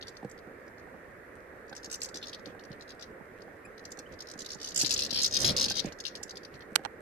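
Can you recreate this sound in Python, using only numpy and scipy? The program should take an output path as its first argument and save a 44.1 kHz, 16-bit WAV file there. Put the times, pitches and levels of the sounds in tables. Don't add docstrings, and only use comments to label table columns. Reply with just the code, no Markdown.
import sys
import numpy as np
from scipy import signal
from scipy.fft import rfft, irfft, next_fast_len
from scipy.io import wavfile
from scipy.ndimage import uniform_filter1d

SR = 44100
rng = np.random.default_rng(int(sys.argv[2]) if len(sys.argv) > 2 else 0)


def persist_wave(psi):
    counts = np.round(np.clip(psi, -1, 1) * 32767).astype(np.int16)
    wavfile.write(sys.argv[1], SR, np.atleast_2d(counts).T)


N = 309141

# (f/Hz, relative level/dB)
HAZE_SPECTRUM = [(12, -63.5), (20, -44.5), (59, -3), (115, -11.5), (148, -15.5), (180, -10.5), (296, -7.5),
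                 (462, -4), (502, -3), (828, -16), (1850, -9.5), (3060, -35.5), (5630, -39.5), (14100, -42),
                 (15300, -81.5)]
# (f/Hz, correlation)
PORT_LIKENESS = [(60, 1), (150, 0.77), (380, 1), (940, -0.085), (2370, 0.38), (5930, -0.36), (14900, 0.33)]
# (f/Hz, left-right level/dB)
PORT_LEAN = [(60, -3), (150, -2.5), (380, -5), (940, 0), (2370, -6.5), (5930, 3.5), (14900, -3)]
# (f/Hz, level/dB, t60/s)
TRAY_MODES = [(132.4, -8.5, 0.1), (200.3, 5, 0.064), (313, 4, 0.063), (470, 3, 0.062), (792, 6, 0.034),
              (1060, -14.5, 0.027), (1621, 2, 0.053)]
# (f/Hz, level/dB, t60/s)
HUSK_MODES = [(800, -6, .007), (1400, -2, .0045), (2100, -1, .004), (3000, 0, .004), (4200, 0, .0035),
              (5900, -2, .003), (8200, 1, .003), (11500, -6, .002)]
# (first sweep t/s, last sweep t/s, level/dB, growth first to last/dB, throat f/Hz)
SWEEP_RUNS = [(0.015, 0.029, -46.5, 7, 3940), (0.072, 0.094, -42, -3, 4560),
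              (0.155, 0.171, -56.5, 22, 4400), (0.299, 0.315, -50, 2, 6560), (0.379, 0.392, -60, 1, 5000),
              (0.667, 0.681, -64.5, 6, 5140), (0.784, 0.799, -62.5, 4, 5130),
              (1.683, 1.697, -57.5, 7, 5252), (1.731, 1.732, -53, 2, 4500), (1.754, 1.78, -43, -3, 5460),
              (1.833, 1.86, -39.5, 6, 5300), (1.902, 1.957, -31, 7, 6000), (2.007, 2.06, -31.5, 4, 5900),
              (2.091, 2.092, -43.5, 1, 5520), (2.146, 2.185, -38, -7, 5070), (2.218, 2.243, -39, 12, 4000),
              (2.258, 2.297, -40.5, 9, 4900), (2.319, 2.348, -43.5, 14, 4220),
              (2.397, 2.397, -59.5, 0, 4600), (2.46, 2.475, -52, -9, 4600), (2.597, 2.611, -59.5, -5, 4500),
              (2.64, 2.653, -55.5, 2, 4750), (2.718, 2.731, -55.5, 0.5, 4250),
              (2.799, 2.825, -49.5, 15, 4400), (2.881, 2.92, -47.5, 2, 4700), (2.998, 3.041, -44, 4, 4900),
              (3.408, 3.422, -60.5, 11, 4700), (3.781, 3.796, -56.5, 1, 4600),
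              (3.842, 3.854, -53.5, 24.5, 5170), (3.907, 3.933, -39.5, -4, 6100),
              (3.975, 3.992, -45.5, 12, 5600), (4.125, 4.14, -57.5, 2.5, 5160),
              (4.191, 4.223, -42, 6, 5130), (4.259, 4.316, -46, 23, 4950), (4.338, 4.338, -47.5, -1, 5050),
              (4.379, 4.421, -40.5, 13, 5300), (4.449, 4.463, -42, 8, 5000), (4.491, 4.547, -36.5, 0, 5030),
              (4.588, 4.689, -37.5, 21.5, 5080), (4.707, 4.721, -41, -3, 4600),
              (4.747, 4.792, -23.5, 15, 5950), (4.801, 4.83, -20.5, -5, 5410),
              (4.848, 4.877, -28, -6, 5280), (4.895, 4.94, -22.5, 9, 5480), (4.964, 5.065, -29, -5, 4900),
              (5.096, 5.109, -37, 13, 4860), (5.131, 5.204, -26.5, 4.5, 4700),
              (5.219, 5.233, -26, 1.5, 5180), (5.246, 5.277, -24, -10.5, 5080),
              (5.312, 5.369, -27, 13.5, 5060), (5.39, 5.431, -24.5, 7.5, 5300),
              (5.449, 5.518, -23, -17, 4860), (5.568, 5.658, -23.5, -1.5, 5010),
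              (5.686, 5.716, -26, 5, 4760), (5.743, 5.796, -30.5, 15, 4750), (5.843, 5.858, -43.5, 6, 4700),
              (5.887, 5.887, -55, 0, 4640), (5.925, 5.926, -46.5, 0, 4500),
              (5.989, 6.004, -44.5, 12.5, 5070), (6.042, 6.081, -35.5, 8, 5000),
              (6.156, 6.173, -43.5, -9, 5160), (6.233, 6.236, -38.5, 0.5, 6570),
              (6.281, 6.311, -42, 19, 4660), (6.358, 6.373, -45.5, 6, 4530), (6.435, 6.451, -48.5, 7, 5000),
              (6.543, 6.556, -55.5, -3.5, 4830), (6.609, 6.624, -58.5, -2, 4260)]
# (level/dB, ends level/dB)
SOFT_ENDS = [(-35, -8), (-28, -3.5)]
# (throat f/Hz, factor)
WIDE_ENDS = [(5600, 0.97), (6000, 2.34)]
# (throat f/Hz, top of sweep f/Hz)
SWEEP_TOP = [(4200, 6800), (5300, 7050), (5500, 7950)]
# (t/s, delay of left after right/s, left-right level/dB)
QUARREL_PLACE = [(0, -0.00017, 8), (4.999, 0.0015, 7), (5.2, .0006, 7.5), (7.0, .0007, 10)]
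# (f/Hz, left-right level/dB)
PORT_SHADING = [(2000, -4.5), (4500, -2), (6500, -7.5), (8500, -31), (12000, -14)]
# (f/Hz, level/dB)
CALL_BAND = [(2000, 2), (2700, 9.5), (9000, -6), (12000, -1), (13500, -17), (15000, -23)]
# (t/s, level/dB, hardness 0-1)
KNOCKS = [(0.229, -34, 0), (0.247, -27, 0), (0.471, -40, 0), (1.727, -34, 1), (1.874, -41, 0.11),
          (2.148, -39, 0.4), (2.469, -36, 0.1), (2.549, -38.5, 0.55), (2.702, -36, 0), (3.1, -40, 0),
          (3.998, -40, 0.4), (4.356, -37.5, 0.36), (4.415, -42, 0.1), (4.833, -29.5, 0), (5.124, -35, 0),
          (5.599, -42, 0.6), (5.663, -30, 0.4), (5.708, -31, 0.82), (5.845, -25, 0.0), (5.921, -40.5, 0.93),
          (6.213, -38, 0.5), (6.719, -37, 0), (6.758, -31, 0.45), (6.793, -34.5, 0.4), (6.851, -45, 0.3)]
# (t/s, length/s, level/dB, start f/Hz, end f/Hz, left-right level/dB,
#                 level/dB of overtones 2, 3, 4)
NOTES = [(.59, .05, -72, 4750, 4600, 0, -40, -40, -40), (3.644, .02, -47, 2280, 2680, 6, -13, -6, -8),
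         (4.052, .022, -56, 2650, 3350, -8, -30, -40, -40)]
# (t/s, length/s, air push level/dB)
FLICKS = [(2.427, .12, -48), (2.68, 0.097, -51), (4.078, 0.1, -51), (6.497, .1, -50)]
# (t/s, air push level/dB)
FIGHT_PUSH = [(4.7, -56.5), (4.9, -48), (5.34, -49.5), (5.41, -35.5), (5.52, -36), (5.6, -42), (5.8, -49),
              (5.88, -39.5), (5.94, -61)]
# (f/Hz, relative level/dB)
PUSH_SPECTRUM = [(12, -71.5), (20, -20), (81, -3), (183, -3.5), (218, -1.5), (440, -10.5), (515, -2.5),
                 (900, -22), (1170, -73), (1980, -120)]
# (t/s, level/dB, tilt/dB per octave, fall of splinters/dB per ms)
SNAPS = [(6.7561, -8, 0, -8), (6.7596, -.4, 0, -9), (6.8372, -38, -6, -4), (6.8425, -40, -6, -.2),
         (6.8503, -17, -6, -3), (6.8577, -22, -8, -1)]

HAZE_DB = -49.5
SWEEPS_PER_S = 69.5
SHIFT_DB = 2.5
SWISH_DB = -9
SPLINTERS, SPLINTER_GAP_MS = 3, 1.4
SPLINTER_TILT_DB = -1.2
EDGE_HZ = 14800


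def amp(db):
    return 10 ** (np.asarray(db) / 20)


def evened(x):
    return x / np.sqrt(np.mean(x ** 2) + 1e-20)


def read(points, hz):
    f, value = np.transpose(points)
    return np.interp(np.log(hz + 1), np.log(f + 1), value)


def add(mix, s, sound):
    part = mix[:, max(round(s * SR), 0):][:, :sound.shape[1]]
    part += sound[:, :part.shape[1]]


def air(spectrum, patchy_db):
    frames = N // 256 + 5
    hz = np.fft.rfftfreq(1024, 1 / SR)
    a, b, c, d, patches = rng.standard_normal((frames, 513, 5)).T
    patches = uniform_filter1d(patches, size=8, axis=0)
    patches = evened(uniform_filter1d(patches, size=10, axis=1))
    same = np.clip(read(PORT_LIKENESS, hz), -1, 1)[:, None]
    left = a + 1j * b
    right = same * left + np.sqrt(1 - same ** 2) * (c + 1j * d)
    lean = read(PORT_LEAN, hz)[:, None] / 2
    level_db = read(spectrum, hz)[:, None] + patchy_db * patches
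    bins = np.array([left, right]) * amp(level_db + np.array([lean, -lean]))
    return evened(signal.istft(bins, nperseg=1024, noverlap=768)[1][:, :N])


def feeder(x, pan_db, echo_db, t60, tail_db, lag=0.):
    size = 4000
    t = np.arange(size) / SR
    echoes = amp(echo_db - 60 * t / t60) + amp(tail_db - 60 * t / 0.21)
    sparse = rng.random((2, size)) < .1
    taps = rng.standard_normal((2, size)) * sparse * echoes
    taps[:, 0] += 1
    taps /= np.linalg.norm(taps, axis=1, keepdims=True)
    late = int(lag < 0)
    taps[late] = np.roll(taps[late], round(abs(lag) * SR))
    return signal.fftconvolve(x[None], taps, axes=1) * amp([[pan_db / 2], [-pan_db / 2]])


def ring(modes, tilt_db, luck_db, size):
    t, out = np.arange(size) / SR, 0
    for k, (hz, db, t60) in enumerate(modes):
        luck = rng.standard_normal(2)
        level_db = db + tilt_db * np.log2(hz / modes[1][0]) + luck_db * luck[0] - 60 * t / t60
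        rise = 1 - np.exp(-t * hz / 0.25)
        rise *= (-1) ** k
        out = out + rise * amp(level_db) * np.sin(2 * np.pi * hz * (1 + .03 * luck[1]) * t)
    return out / abs(out).max()


def haze():
    return amp(HAZE_DB) * air(HAZE_SPECTRUM, patchy_db=1.0)


def shuffle():
    out = np.zeros((2, N))
    for modes, per_s, db in ((TRAY_MODES, 25, -40), (HUSK_MODES, 30, -59)):
        strength = amp(4.0 * np.minimum(rng.exponential(1, N), 4))
        blows = strength * (rng.random(N) < per_s / SR)
        kind = rng.integers(0, 4, size=N)
        for k in range(4):
            tap = ring(modes, 1.2 * k - 3, luck_db=3.0, size=3000)
            taps = signal.oaconvolve(blows * (kind == k), tap / np.linalg.norm(tap))[:N]
            out += amp(db + np.array([[-2], [2]]) * (4.0 - k)) * taps
    return out


def sweep(db, top_hz, throat_hz):
    t = np.arange(600) / SR
    arch = np.interp(t, [0, .0048, .0066, .0084, .0136], [0.29, .88, 1, 0.79, 0.36])
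    swell = np.sin(np.pi * (t / t[-1]) ** .8) ** 1.4
    luck = rng.standard_normal(4)
    shake = evened(uniform_filter1d(rng.standard_normal(len(t)), size=11))
    hz = top_hz * (1 + .07 * luck[0]) * arch * (1 + .06 * shake)
    phase = 2 * np.pi * np.cumsum(hz) / SR + 7 * luck[1]
    octaves_off = np.log2(hz / throat_hz / (1 + .08 * luck[2]))
    throat = amp(-9 * (octaves_off / .43) ** 2) + amp(-14)
    over_db = -16 + 22 * np.log2(throat_hz / 5000)
    tone = throat * np.sin(phase) + amp(over_db - 2 * arch ** 2) * np.sin(2 * phase)
    sag_db = np.clip(.5 * (db + 27), -14, 0) * np.clip(t / .002 - 3.2, 0, 1)
    tone = tone * swell * amp(sag_db + 2.0 * shake[::-1])
    return amp(db + 1.5 * luck[3]) * tone / np.sqrt(np.sum(tone ** 2) / 260)


def sweep_run(first, last, level_db, growth_db, throat_hz):
    count = round((last - first) * SWEEPS_PER_S) + 1
    starts = np.linspace(0, last - first, count)
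    way = np.linspace(0, 1, count)
    ends_db = np.interp(level_db, *np.transpose(SOFT_ENDS)) * read(WIDE_ENDS, throat_hz) * (count > 2)
    contour_db = [ends_db - growth_db / 2, 0, 0, ends_db + growth_db / 2]
    levels = level_db + np.interp(way, [0, .35, .7, 1], contour_db)
    top_hz = read(SWEEP_TOP, throat_hz)
    out = np.zeros(round((last - first) * SR) + 700)
    for s, db in zip(starts, levels):
        k = round(s * SR)
        out[k:k + 600] += sweep(db, top_hz, throat_hz)
    at, lag, pan_db = np.transpose(QUARREL_PLACE)
    pan_db = np.interp(first, at, pan_db) + SHIFT_DB * rng.standard_normal()
    return feeder(out, pan_db, echo_db=-9.5, t60=.026, tail_db=-30, lag=np.interp(first, at, lag))


def quarrel():
    voices = np.zeros((2, N))
    for s, *row in SWEEP_RUNS:
        add(voices, s - .005, sweep_run(s, *row))
    size = next_fast_len(N)
    hz = np.fft.rfftfreq(size, 1 / SR)
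    shade = amp(read(CALL_BAND, hz) + np.array([[.5], [-.5]]) * read(PORT_SHADING, hz))
    return irfft(rfft(voices, size) * shade, size)[:, :N]


def knock(db, hard):
    board = ring(TRAY_MODES, 12 * hard - 6, luck_db=3.0, size=5000)
    board = signal.lfilter(*signal.butter(2, 70, "high", fs=SR), board)
    seeds = ring(HUSK_MODES, 0.95, luck_db=3.0, size=500)
    tick = amp(-17) * feeder(seeds, 0, echo_db=-3, t60=0.027, tail_db=-43)
    return amp(db) * (board[:tick.shape[1]] * amp([[-2.5], [1.5]]) + tick)


def note(length, db, hz0, hz1, pan_db, *over_db):
    t = np.arange(round(length * SR)) / SR
    phase = 2 * np.pi * np.cumsum(hz0 + (hz1 - hz0) * t / length) / SR
    tone = np.sin(phase)
    for k, overtone_db in enumerate(over_db):
        tone = tone + amp(overtone_db) * (t / length) * np.sin((k + 2) * phase)
    return feeder(amp(db) * tone * np.hanning(len(t)), pan_db, echo_db=-14, t60=.05, tail_db=-34)


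def wings():
    s, push_db = np.transpose(FIGHT_PUSH)
    t = np.arange(N) / SR
    beat = amp(1.5 * np.sin(2 * np.pi * 21 * t + 2.0 * np.sin(2 * np.pi * 2.3 * t)))
    level = amp(np.interp(t, s, push_db, -120, -120)) * evened(beat)
    for at, length, db in FLICKS:
        level = level + amp(db) * np.sin(np.pi * np.clip((t - at) / length, 0, 1)) ** 2
    swish = air([(600, -30), (1000, 0), (2300, -3), (5000, -14), (14000, -30)], patchy_db=2.5)
    return level * (air(PUSH_SPECTRUM, patchy_db=1.6) + amp(SWISH_DB) * swish)


def snap(db, tilt_db, fall_db):
    crack = np.zeros(1100)
    for k in range(SPLINTERS + 1):
        ms = SPLINTER_GAP_MS * k * rng.uniform(.85, 1.15)
        at = round(ms * SR / 1000)
        burst = ring(HUSK_MODES, tilt_db + SPLINTER_TILT_DB * k, luck_db=1.0, size=700)
        crack[at:at + 700] += amp(db + fall_db * ms) * burst
    near = feeder(crack, 0, echo_db=-19, t60=.012, tail_db=-60)[1]
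    far = feeder(crack, 0, echo_db=-8.5, t60=0.013, tail_db=-42, lag=0.00072)[0]
    return np.array([amp(-15.5) * far, near])


def scene():
    mix = haze() + shuffle() + quarrel() + wings()
    for table, play in ((KNOCKS, knock), (NOTES, note), (SNAPS, snap)):
        for s, *row in table:
            add(mix, s, play(*row))
    return mix


def record(dry):
    lowpass = signal.firwin(511, EDGE_HZ, window=("kaiser", 9), fs=SR)
    return signal.oaconvolve(dry, lowpass[None], "same")


dry = scene()
out = record(dry)
persist_wave(out)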